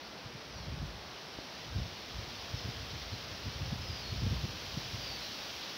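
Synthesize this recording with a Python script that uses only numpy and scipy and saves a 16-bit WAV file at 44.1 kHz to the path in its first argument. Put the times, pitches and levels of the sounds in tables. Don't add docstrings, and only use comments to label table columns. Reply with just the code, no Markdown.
import sys
import numpy as np
from scipy import signal
from scipy.fft import rfft, irfft
from scipy.io import wavfile

SR = 44100
rng = np.random.default_rng(int(sys.argv[2]) if len(sys.argv) > 2 else 0)


def materialize(psi):
    bounded = np.clip(np.atleast_2d(psi).T, -1, 1)
    quanta = np.round(bounded * 32767).astype(np.int16)
    wavfile.write(sys.argv[1], SR, quanta)


N = 254456
TIME = np.arange(N) / SR
FREQ = np.fft.rfftfreq(N, 1 / SR)

# time_s, level_db
BREEZE_SWELL = [(0.05, -5.5), (0.96, -5), (2.46, -2), (3.74, -2), (5.21, 0), (5.7, -0.5)]
# frequency_hz, gain_db
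RUSH_SPECTRUM = [(40, -24), (110, -4), (200, 1.5), (350, 0), (650, 0.5), (1100, -2.5), (1800, -6),
                 (3000, -11), (6000, -32)]
RUSTLE_SPECTRUM = [(700, -16), (1400, -6.5), (2200, -3), (3200, 1), (4300, 0.5), (5300, 0.5), (5700, -1.5),
                   (6100, -7.5), (6500, -16), (7000, -25.5), (8200, -49), (15000, -52)]
SIZZLE_SPECTRUM = [(3000, -8), (5700, 9), (6500, 10), (7300, 4), (8600, -4), (10500, 3), (12500, 4.5),
                   (14200, 4.5), (15600, 10.5)]
# start_s, length_s, start_pitch_hz, end_pitch_hz, level_db
FAR_WHISTLES = [(0.015, 0.088, 4340, 4560, -61), (0.478, 0.2, 5520, 4050, -59),
                (0.495, 0.15, 6070, 5480, -60.5), (2.535, 0.13, 5500, 4940, -54),
                (3.118, 0.037, 4170, 4080, -52)]
# peak_s, level_db, width_s
STRONG_EDDIES = [(0.263, -41, 0.013), (0.354, -44, 0.016), (0.685, -37.5, 0.015), (0.728, -37, 0.018),
                 (0.83, -35.5, 0.027), (1.763, -25.5, 0.012), (1.787, -35, 0.023), (2.199, -36.5, 0.012),
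                 (2.545, -31, 0.0099), (2.656, -31.5, 0.011), (2.692, -34.5, 0.018), (2.949, -36, 0.017),
                 (3.135, -34.5, 0.016), (3.473, -33.5, 0.022), (3.617, -32, 0.015), (3.729, -27.5, 0.012),
                 (3.904, -35.5, 0.0157), (4.133, -32.5, 0.014), (4.239, -31, 0.0212), (4.271, -26, 0.012),
                 (4.323, -28.5, 0.023), (4.447, -28, 0.013), (4.778, -30.5, 0.0092), (4.948, -34.5, 0.015)]
# peak_s, level_db, half_width_s
MICROPHONE_GUSTS = [(0.77, -44, 0.15), (1.802, -43.5, 0.082), (2.206, -47, 0.061), (2.953, -51, 0.48),
                    (3.774, -45, 0.2), (4.304, -38.5, 0.14), (4.82, -50.5, 0.24)]
# frequency_hz, gain_db
AIR_SPECTRUM = [(22, -42), (38, -18), (55, 4), (85, 3), (135, 0.5), (200, -8), (320, -24), (500, -20),
                (900, -54)]
SWIRL_SPECTRUM = [(60, -24), (120, -2.5), (190, 1.5), (300, -6), (450, -15.5), (700, -29), (1400, -53)]
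# frequency_hz, gain_db
CAPSULE_RESPONSE = [(22, -30), (38, -15), (52, 2.5), (1000, -4.5)]
# pitch_hz, relative_level_db, t60_s
CAMERA_MODES = [(139, -14, .035), (308, 3, 0.013), (540, 1, 0.0089)]
# start_s, pitch_hz, level_db
FAR_CALLS = [(3.805, 5220, -50), (4.969, 4970, -49)]
# delay_s, length_s, start_pitch_ratio, end_pitch_ratio, relative_level_db, buzz
NOTE_PAIR = [(0, 0.23, 1, 0.922, -0.5, 0.803), (0.205, 0.135, 0.834, 0.825, -2, 0.56)]


def undb(db):
    return 10 ** (np.asarray(db) / 20)


def unit(x):
    return x / np.sqrt(np.mean(x ** 2))


def walk(hz):
    spectrum = rfft(rng.standard_normal(N)) * np.exp(-(FREQ / hz) ** 2)
    return unit(irfft(spectrum * (FREQ > 0), N))


def colour(x, points):
    hz, db = np.transpose(points)
    gain_db = np.interp(np.log(FREQ + 1), np.log(hz), db)
    return irfft(rfft(x) * undb(gain_db), N)


def swaying_boughs(x, rate_hz, depth_db, count=12):
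    band_position = np.interp(np.log(FREQ + 1), np.log([200, 16000]), [0, count - 1])
    spectrum = rfft(x)
    bands = (irfft(spectrum * np.maximum(1 - abs(band_position - k), 0), N) for k in range(count))
    return sum(band * undb(depth_db * walk(rate_hz)) for band in bands)


def leaf_taps(swell_db, peak_per_s, brush_s):
    taps_per_s = peak_per_s * undb(swell_db)
    taps = (rng.random(N) < taps_per_s / SR) * rng.standard_normal(N)
    energy = signal.lfilter([1], [1, -np.exp(-1 / (brush_s * SR))], taps ** 2)
    return unit(np.sqrt(energy) * rng.standard_normal(N))


def trees(rush_db=-49, rustle_db=-45, sizzle_db=-57.5):
    swell_db = np.interp(TIME, *np.transpose(BREEZE_SWELL))
    rush = swaying_boughs(rng.standard_normal(N), rate_hz=5.6, depth_db=0.47)
    leaves = leaf_taps(swell_db, peak_per_s=17000, brush_s=0.0031)
    rustle = swaying_boughs(leaves, rate_hz=14, depth_db=0.12)
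    sizzle = leaf_taps(swell_db, peak_per_s=31000, brush_s=0.0043)
    return (unit(colour(rush, RUSH_SPECTRUM)) * undb(rush_db + 0.15 * swell_db)
            + unit(colour(rustle, RUSTLE_SPECTRUM)) * undb(rustle_db + swell_db)
            + unit(colour(sizzle, SIZZLE_SPECTRUM)) * undb(sizzle_db + 1.85 * swell_db))


def whistle(start_s, length_s, start_hz, end_hz, level_db, buzz):
    progress = np.clip((TIME - start_s) / length_s, 0, 1)
    slide_hz = end_hz + (start_hz - end_hz) * (1 - progress) ** 1.5
    pitch_hz = slide_hz * (1 + buzz * 0.0195 * walk(hz=170))
    envelope = np.sqrt(2 * abs(np.sin(np.pi * progress)))
    return undb(level_db) * envelope * np.sin(2 * np.pi * np.cumsum(pitch_hz) / SR)


def far_birds(echo_t60_s=0.35, echo_db=-6):
    song = sum(whistle(*row, buzz=0.089) for row in FAR_WHISTLES)
    song += sum(two_note_call(*row) for row in FAR_CALLS)
    scatter = rng.standard_normal(N) * undb(-60 * TIME / echo_t60_s)
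    echoes = signal.fftconvolve(song, scatter / np.linalg.norm(scatter))[:N]
    return song + undb(echo_db) * echoes


def eddy(peak_s, level_db, width_s, pitch_hz=109.15, wander=0.322):
    envelope = np.exp(-2 * np.log(2) * ((TIME - peak_s) / width_s) ** 2)
    passing = envelope > 1e-4
    unevenness = np.interp(TIME[passing] - peak_s, np.linspace(-.08, .08, 40), rng.standard_normal(40))
    turns = rng.random() + np.cumsum(pitch_hz * np.exp(wander * unevenness)) / SR
    thud = np.zeros(N)
    thud[passing] = undb(level_db) * envelope[passing] * np.sin(2 * np.pi * turns)
    return thud


def small_eddies(gust_db, per_s=12, above_gust_db=3.5, width_s=0.01296):
    moments = rng.random(int(per_s * N / SR)) * TIME[-1]
    return [(peak_s, np.interp(peak_s, TIME, gust_db) + above_gust_db, width_s) for peak_s in moments]


def gust_level(calm_db=-64.5):
    power = sum(undb(level_db) ** 2 * np.exp(-((TIME - peak_s) / half_width_s) ** 2)
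                for peak_s, level_db, half_width_s in MICROPHONE_GUSTS)
    return 10 * np.log10(power + undb(calm_db) ** 2)


def wind_on_microphone(swirl_db=-11):
    gust_db = gust_level()
    air = unit(colour(rng.standard_normal(N), AIR_SPECTRUM)) * undb(gust_db + walk(hz=23))
    swirls = unit(colour(rng.standard_normal(N), SWIRL_SPECTRUM))
    thuds = sum(eddy(*row) for row in STRONG_EDDIES + small_eddies(gust_db))
    thud_envelope = abs(signal.hilbert(thuds))
    return air + thuds + undb(swirl_db) * thud_envelope * swirls


def camera_bump(start_s=1.388, gain_db=-29.5, contact_s=0.00045):
    age_s = np.maximum(TIME - start_s, 0)
    ring = sum(undb(db - 60 * age_s / t60_s) * np.sin(2 * np.pi * hz * age_s)
               for hz, db, t60_s in CAMERA_MODES)
    attack = 1 - np.exp(-age_s / contact_s)
    return undb(gain_db) * ring * attack


def two_note_call(start_s, pitch_hz, level_db):
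    return sum(whistle(start_s + delay_s, length_s, pitch_hz * start, pitch_hz * end, level_db + db, buzz)
               for delay_s, length_s, start, end, db, buzz in NOTE_PAIR)


def scene():
    far = trees() + far_birds()
    close = colour(wind_on_microphone() + camera_bump(), CAPSULE_RESPONSE)
    return np.array([far + close, far + close])


def record(dry, cutoff_hz=15700):
    return signal.sosfilt(signal.ellip(12, .1, 70, cutoff_hz, fs=SR, output="sos"), dry)


dry = scene()
out = record(dry)
materialize(out)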